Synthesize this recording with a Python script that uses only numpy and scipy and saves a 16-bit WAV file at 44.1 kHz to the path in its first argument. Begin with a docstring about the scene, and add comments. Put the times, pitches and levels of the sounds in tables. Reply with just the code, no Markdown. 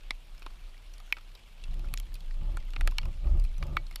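"""Sharp, separate clicks: small hail strikes a wooden beam and the gear around it, outdoors.
Each impact is an impulse that excites damped modes, so a click takes the colour of the spot struck;
some blows also set a hard shell ringing briefly. Turbulent gusts rumble on the microphone,
and behind it all countless distant impacts add up to a faint hiss."""
import sys
import numpy as np
from scipy import signal
from scipy.io import wavfile

SR = 44100
rng = np.random.default_rng(int(sys.argv[2]) if len(sys.argv) > 2 else 0)


def store_pcm(level_fs):
    """Save levels as 16-bit WAV."""
    pcm = np.round(np.clip(level_fs, -1, 1) * 32767).astype(np.int16)
    wavfile.write(sys.argv[1], SR, np.atleast_2d(pcm).T)


N = 176400

# Edges of the six bands of a close impact: (frequency [Hz])
HIT_EDGES = [190, 900, 1700, 3200, 6000, 10000, 16000]
# Close impacts: (time [s], spot frequency [Hz], decay time T60 [s], spot gain [dB],
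# low shell gain [dB], high shell gain [dB], six band levels [dB]); None: the shell stays silent
HITS = [(0.1068, 2090, 0.019, 4, -1, -11, -47, -39.5, -31, -35, -49, -62),
        (0.4205, 2530, 0.019, -5, None, None, -59, -54, -52.7, -59, -76, -75),
        (0.4631, 1064, 0.027, 0, None, None, -47, -41.5, -50, -51, -62.5, -69),
        (1.1249, 2450, 0.012, 14, 0, -6, -59, -39.5, -23.5, -36.5, -67, -47),
        (1.1674, 2510, 0.042, -4, None, None, -59, -49.5, -48.5, -56.5, -74.2, -81),
        (1.351, 3800, 0.036, -7, None, None, -65, -64, -64, -53.5, -67, -68),
        (1.6383, 2705, 0.037, 8, None, None, -62, -66, -49.5, -49.5, -58.5, -80),
        (1.9388, 2470, 0.01, 7, 3, -6, -55.5, -44.5, -40.5, -42.5, -46.5, -43),
        (1.9744, 6800, 0.014, -3, None, None, -77, -70, -46.5, -44, -46.5, -67),
        (1.9995, 3170, 0.013, 0, None, None, -80, -60, -51.5, -53.4, -51.5, -52),
        (2.1424, 4650, 0.021, -1, None, None, -74, -85, -76, -53, -58, -56.5),
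        (2.5705, 1415, 0.019, 0, None, None, -51.5, -41, -50, -53.5, -53, -61),
        (2.7351, 2830, 0.022, 3, None, None, -58, -53, -50, -54.5, -63, -76),
        (2.7623, 2550, 0.016, -9, None, None, -49, -43, -39.5, -47.5, -66, -77),
        (2.8093, 1980, 0.025, -8, -8, 10, -51, -40.5, -39, -48.5, -52, -58),
        (2.8744, 1320, 0.019, 0, -7, -15, -42.5, -35.5, -34.5, -40, -43, -45.5),
        (2.9834, 4230, 0.011, -2, 2.5, 1.5, -53.5, -41, -31.5, -33, -45, -50.5),
        (3.626, 1185, 0.024, -2, None, None, -49.5, -41, -42.5, -49, -65, -69),
        (3.7683, 1313, 0.013, -7.5, 12, 9.5, -47, -26, -32.5, -42, -60, -55.5),
        (3.9583, 4550, 0.015, -5, -7, 9, -61, -50.5, -46.5, -42, -47.5, -45)]
def close_pellets():
    """Impact excitation: each nearby pellet makes a click, and some also drive the shell's modes."""
    out = np.zeros(N)
    for time, hz, t60, spot_db, low_db, high_db, *levels_db in HITS:
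        add(out, time, from_db(-0.14) * impact(hz, t60, HIT_EDGES, levels_db, spot_db))
        if low_db is not None:
            add(out, time, shell_ring(levels_db, low_db, high_db))
    return out


HIT_LENGTH_S, TAIL_T60_S, DAMPED_ABOVE_HZ = 0.12, 0.033, 3370
# Broad body resonances common to all impacts: (frequency [Hz], bandwidth [Hz], gain [dB])
BODY_MODES = [(283, 280, -6), (780, 420, -1), (1230, 270, 2), (2430, 600, 1.5), (3200, 1060, 0),
              (4070, 1500, 0), (5740, 200, -10.5), (7000, 410, -16), (11060, 1660, -10),
              (12900, 1950, -12.5)]
def impact(hz, t60, edges, levels_db, spot_db=0):
    """Modal superposition: a blow excites the body's resonances and two modes of the struck spot."""
    t = np.arange(int(HIT_LENGTH_S * SR)) / SR
    crack = t == 0
    scatter = from_db(-9.5) * rng.standard_normal(len(t))  # the body's dense modes
    tail = from_db(-25) * decay(t, TAIL_T60_S)  # scattering from things nearby
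    modes = np.sin(2 * np.pi * hz * t) + from_db(-12.5) * np.sin(2 * np.pi * 1.24 * hz * t)
    spot = from_db(spot_db - 2) * rms_one(modes * decay(t, t60))
    out = 0
    for low, high, db in zip(edges, edges[1:], levels_db):
        damping = max(1, np.sqrt(low * high) / DAMPED_ABOVE_HZ)  # treble dies sooner
        blow = crack + scatter * (decay(t, t60 / damping) + tail)
        body = sum((-1) ** k * from_db(gain_db) * resonate(blow, mode_hz, width)
                   for k, (mode_hz, width, gain_db) in enumerate(BODY_MODES))
        out = out + from_db(db) * rms_one(band(rms_one(body) + spot, low, high))
    return out * np.sqrt(0.01 / HIT_LENGTH_S)  # each band holds the energy of 10 ms at its level


# Modes of the hard shell: (frequency [Hz], gain [dB], decay time T60 [s])
SHELL_MODES = [(1966, -16, 0.058), (2244, -8.5, 0.056), (4430, -14.5, 0.075)]
def shell_ring(levels_db, low_db, high_db):
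    """Free vibration: each mode rings as strongly as the blow drives its band; the low pair beats."""
    t = np.arange(int(HIT_LENGTH_S * SR)) / SR
    out = 0
    for (hz, db, t60), ring_db in zip(SHELL_MODES, (low_db, low_db, high_db)):
        drive_db = levels_db[np.searchsorted(HIT_EDGES, hz) - 1]
        out = out + from_db(drive_db + ring_db + db) * decay(t, t60) * np.sin(2 * np.pi * hz * t)
    return out


TICK_T60_S, STRAYS_PER_S = 0.026, 45
# Edges of the three bands of a light impact: (frequency [Hz])
TICK_EDGES = [700, 2500, 6500, 14500]
# Light impacts and rebounds: (time [s], spot frequency [Hz], three relative band levels [dB])
TICKS = [(0.379, 5200, -69, -65.5, -73), (0.395, 3180, -78, -70, -70.5), (0.427, 2530, -65, -60, -73),
         (0.503, 1100, -68, -76, -80), (0.778, 2280, -69, -67, -80), (0.937, 5820, -78, -62.5, -69),
         (0.981, 4400, -79, -63.5, -68), (1.001, 1210, -60.5, -64, -70.5), (1.184, 1330, -60.5, -65, -80),
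         (1.742, 3400, -80, -64.5, -69.5), (1.794, 840, -68, -64, -69), (1.844, 1370, -60, -69, -86),
         (1.984, 3380, -79, -59, -67), (2.154, 2500, -76, -58, -64), (2.206, 3320, -72, -61, -71.5),
         (2.309, 1860, -60, -64.5, -79), (2.705, 2760, -73, -64, -70), (2.911, 2670, -76, -61, -65),
         (2.92, 1030, -56.5, -64, -78), (3.015, 3220, -76, -60, -84), (3.031, 2820, -56, -60.5, -84),
         (3.055, 1040, -55, -60, -65), (3.271, 920, -58.5, -65, -86), (3.398, 4780, -81, -60, -63),
         (3.44, 4140, -72, -61, -64.5), (3.449, 2450, -63.5, -61, -68), (3.581, 5900, -68, -67.5, -64.5),
         (3.637, 4830, -66, -67, -67.5), (3.668, 5130, -70, -67, -69), (3.867, 4221, -69, -59.5, -75),
         (3.911, 2170, -57, -61, -66), (3.926, 4156.0, -66, -64, -76)]
def light_pellets():
    """Weak impulses excite the same body: small ticks and rebounds, and fainter strays at random."""
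    out = np.zeros(N)
    for time, hz, *levels_db in TICKS:
        add(out, time, from_db(5) * impact(hz, TICK_T60_S, TICK_EDGES, levels_db))
    for when, pitch, *colour in rng.random((int(STRAYS_PER_S * N / SR), 5)):
        hz = 1200 + 3500 * pitch
        lift_db = -2.5 * np.log(np.maximum(colour, 0.05))
        levels_db = lift_db + [-70.5, -70.5, -79.5]  # duller in the top band
        add(out, when * N / SR, impact(hz, TICK_T60_S, TICK_EDGES, levels_db, spot_db=6))
    return out


# Gusts: (hold start [s], hold end [s], relative level [dB], thud level [dB])
GUSTS = [(1.689, 1.923, -52.5, -42.5), (2.404, 2.56, -47, -49), (2.795, 2.878, -47, -36.5),
         (3.031, 3.087, -45.5, -40.5), (3.26, 3.375, -42, -28), (3.617, 3.759, -42.5, -40.5)]
# Wind between gusts: (time [s], relative level [dB])
BREEZE = [(0, -68.5), (.3, -67), (1.57, -70.5), (1.66, -62), (2.2, -60.5), (4, -61.5)]
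# Spectrum of the buffeting: (frequency [Hz], relative spectral density [dB])
BUFFET_SPECTRUM = [(30, -3.5), (55, 2.5), (80, 6), (110, -2), (150, 1), (200, -13), (300, -36),
                   (450, -28.5), (900, -31.5), (1300, -46), (1700, -42), (4000, -63)]
# Cavity resonances of the microphone port: (frequency [Hz], bandwidth [Hz], gain [dB])
PORT_MODES = [(241, 25.5, -16.5), (338.4, 28.4, -14), (566, 67, -16.5), (696, 96, -22), (857, 53, -22),
              (1194, 150, -21)]
def wind():
    """Turbulent pressure buffets the microphone, thuds, and excites the cavity modes of its port."""
    gust_power = sum((from_db(db) * swell(start, end)) ** 2 for start, end, db, _ in GUSTS)
    wind_db = 10 * np.log10(from_db(in_time(BREEZE)) ** 2 + gust_power)
    buffet = from_db(wind_db + 3) * banded_noise(BUFFET_SPECTRUM, flicker_db=2)
    hollows = sum(from_db(db) * rms_one(resonant_noise(N, hz, width, 2 * width))
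                  for hz, width, db in PORT_MODES)
    port = hollows * from_db(wind_db + 2.5 * drift(70))
    thud_level = sum(from_db(db) * swell(start, end) for start, end, _, db in GUSTS)
    return buffet + port + thud_level * throb(hz=52, width_hz=20.8)


def swell(start, end, rise_s=0.025, fall_s=0.045):
    """Exponential growth and decay: a gust builds until start, holds, and dies away after end."""
    t = np.arange(N) / SR
    return np.exp(-np.maximum(start - t, 0) / rise_s - np.maximum(t - end, 0) / fall_s)


# Envelope of the deep rumble: (time [s], level [dB])
RUMBLE = [(0, -44.5), (.14, -35.5), (.26, -53.5), (.34, -41), (.4, -49.5), (.45, -41), (.66, -40),
          (.8, -50), (.88, -43), (1.22, -48.5), (1.3, -47.5), (1.58, -48.5), (1.68, -32.5), (1.9, -32.5),
          (2.14, -35.5), (2.2, -45.5), (2.25, -33.5), (2.48, -28.5), (2.76, -36.5), (2.85, -21),
          (2.92, -31.5), (3.22, -31), (3.39, -17), (3.62, -33.5), (4, -40.5)]
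def wind_rumble():
    """Amplitude modulation: a deep, narrow band of wind noise swells and sinks."""
    flutter_db = 0.5 * drift(20)
    return from_db(in_time(RUMBLE) + 0.3 + flutter_db) * throb(hz=28.7, width_hz=6.4)


def throb(hz, width_hz):
    """Forced vibration: turbulence shakes a low resonance, held at a fairly even level; rms 1."""
    shaken = resonant_noise(N + SR, hz, width_hz, width_hz)
    analytic = signal.hilbert(shaken)[SR // 2:SR // 2 + N]
    envelope = np.abs(analytic)
    return rms_one(analytic.real / (envelope + 0.74 * envelope.mean()))


# Spectrum of the distant hail: (frequency [Hz], relative spectral density [dB])
HISS_SPECTRUM = [(100, -4), (200, -1), (400, -1.5), (900, -2), (1250, -4), (1900, -6.5), (2250, -3.5),
                 (2700, 2), (3300, -2), (4300, -6.5), (6500, -14), (10000, -16.5), (15000, -21),
                 (16500, -26)]
def far_hail():
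    """Incoherent summation: countless distant impacts merge into a hiss."""
    return from_db(-62) * banded_noise(HISS_SPECTRUM, flicker_db=2)


def banded_noise(spectrum, flicker_db):
    """Spectral shaping: third-octave bands of noise, each flickering independently; rms 1."""
    edges = np.geomspace(25, 18000, 29)
    hz, db = np.transpose(spectrum)
    white = rng.standard_normal((2, N + SR // 2))
    out = 0
    for k, (low, high) in enumerate(zip(edges, edges[1:])):
        level_db = np.interp(np.log(low * high) / 2, np.log(hz), db)
        out = out + band(white[k % 2], low, high)[-N:] * from_db(level_db + flicker_db * drift(40))
    return rms_one(out)


def resonant_noise(samples, hz, first_width_hz, second_width_hz):
    """Random excitation of two resonators in series."""
    return resonate(resonate(rng.standard_normal(samples), hz, first_width_hz), hz, second_width_hz)


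def resonate(x, hz, width_hz):
    """A damped second-order resonator with unit peak gain."""
    r = np.exp(-np.pi * width_hz / SR)
    feedback = [1, -2 * r * np.cos(2 * np.pi * hz / SR), r * r]
    return signal.lfilter(np.array([1, 0, -1]) * (1 - r * r) / 2, feedback, x)


def drift(rate_hz):
    """Random modulation: linear interpolation between draws of unit variance."""
    knots = rng.standard_normal(N // 20)
    return np.interp(np.arange(N) / SR * rate_hz, np.arange(len(knots)), knots)


def decay(t, t60):
    """Exponential damping: a fall of 60 dB in t60 seconds."""
    return from_db(-60 * t / t60)


def band(x, low, high):
    return signal.sosfilt(signal.butter(3, [low, high], "band", fs=SR, output="sos"), x)


def from_db(db):
    return 10 ** (np.asarray(db) / 20)


def rms_one(x):
    return x / np.sqrt(np.mean(x ** 2) + 1e-20)


def in_time(rows):
    return np.interp(np.arange(N) / SR, *np.transpose(rows))


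def add(out, time, sound):
    start = int(np.clip(time * SR, 0, N - 1))
    out[start:start + len(sound)] += sound[:N - start]


def scene():
    """Linear superposition: hail and wind add in one channel."""
    return (far_hail() + wind() + wind_rumble() + close_pellets() + light_pellets())[None]


def record(dry):
    """Band limiting: a steep low-pass filter removes the highest treble."""
    return signal.sosfilt(signal.ellip(10, 0.1, 80, 15400, fs=SR, output="sos"), dry)


dry = scene()
out = record(dry)
store_pcm(out)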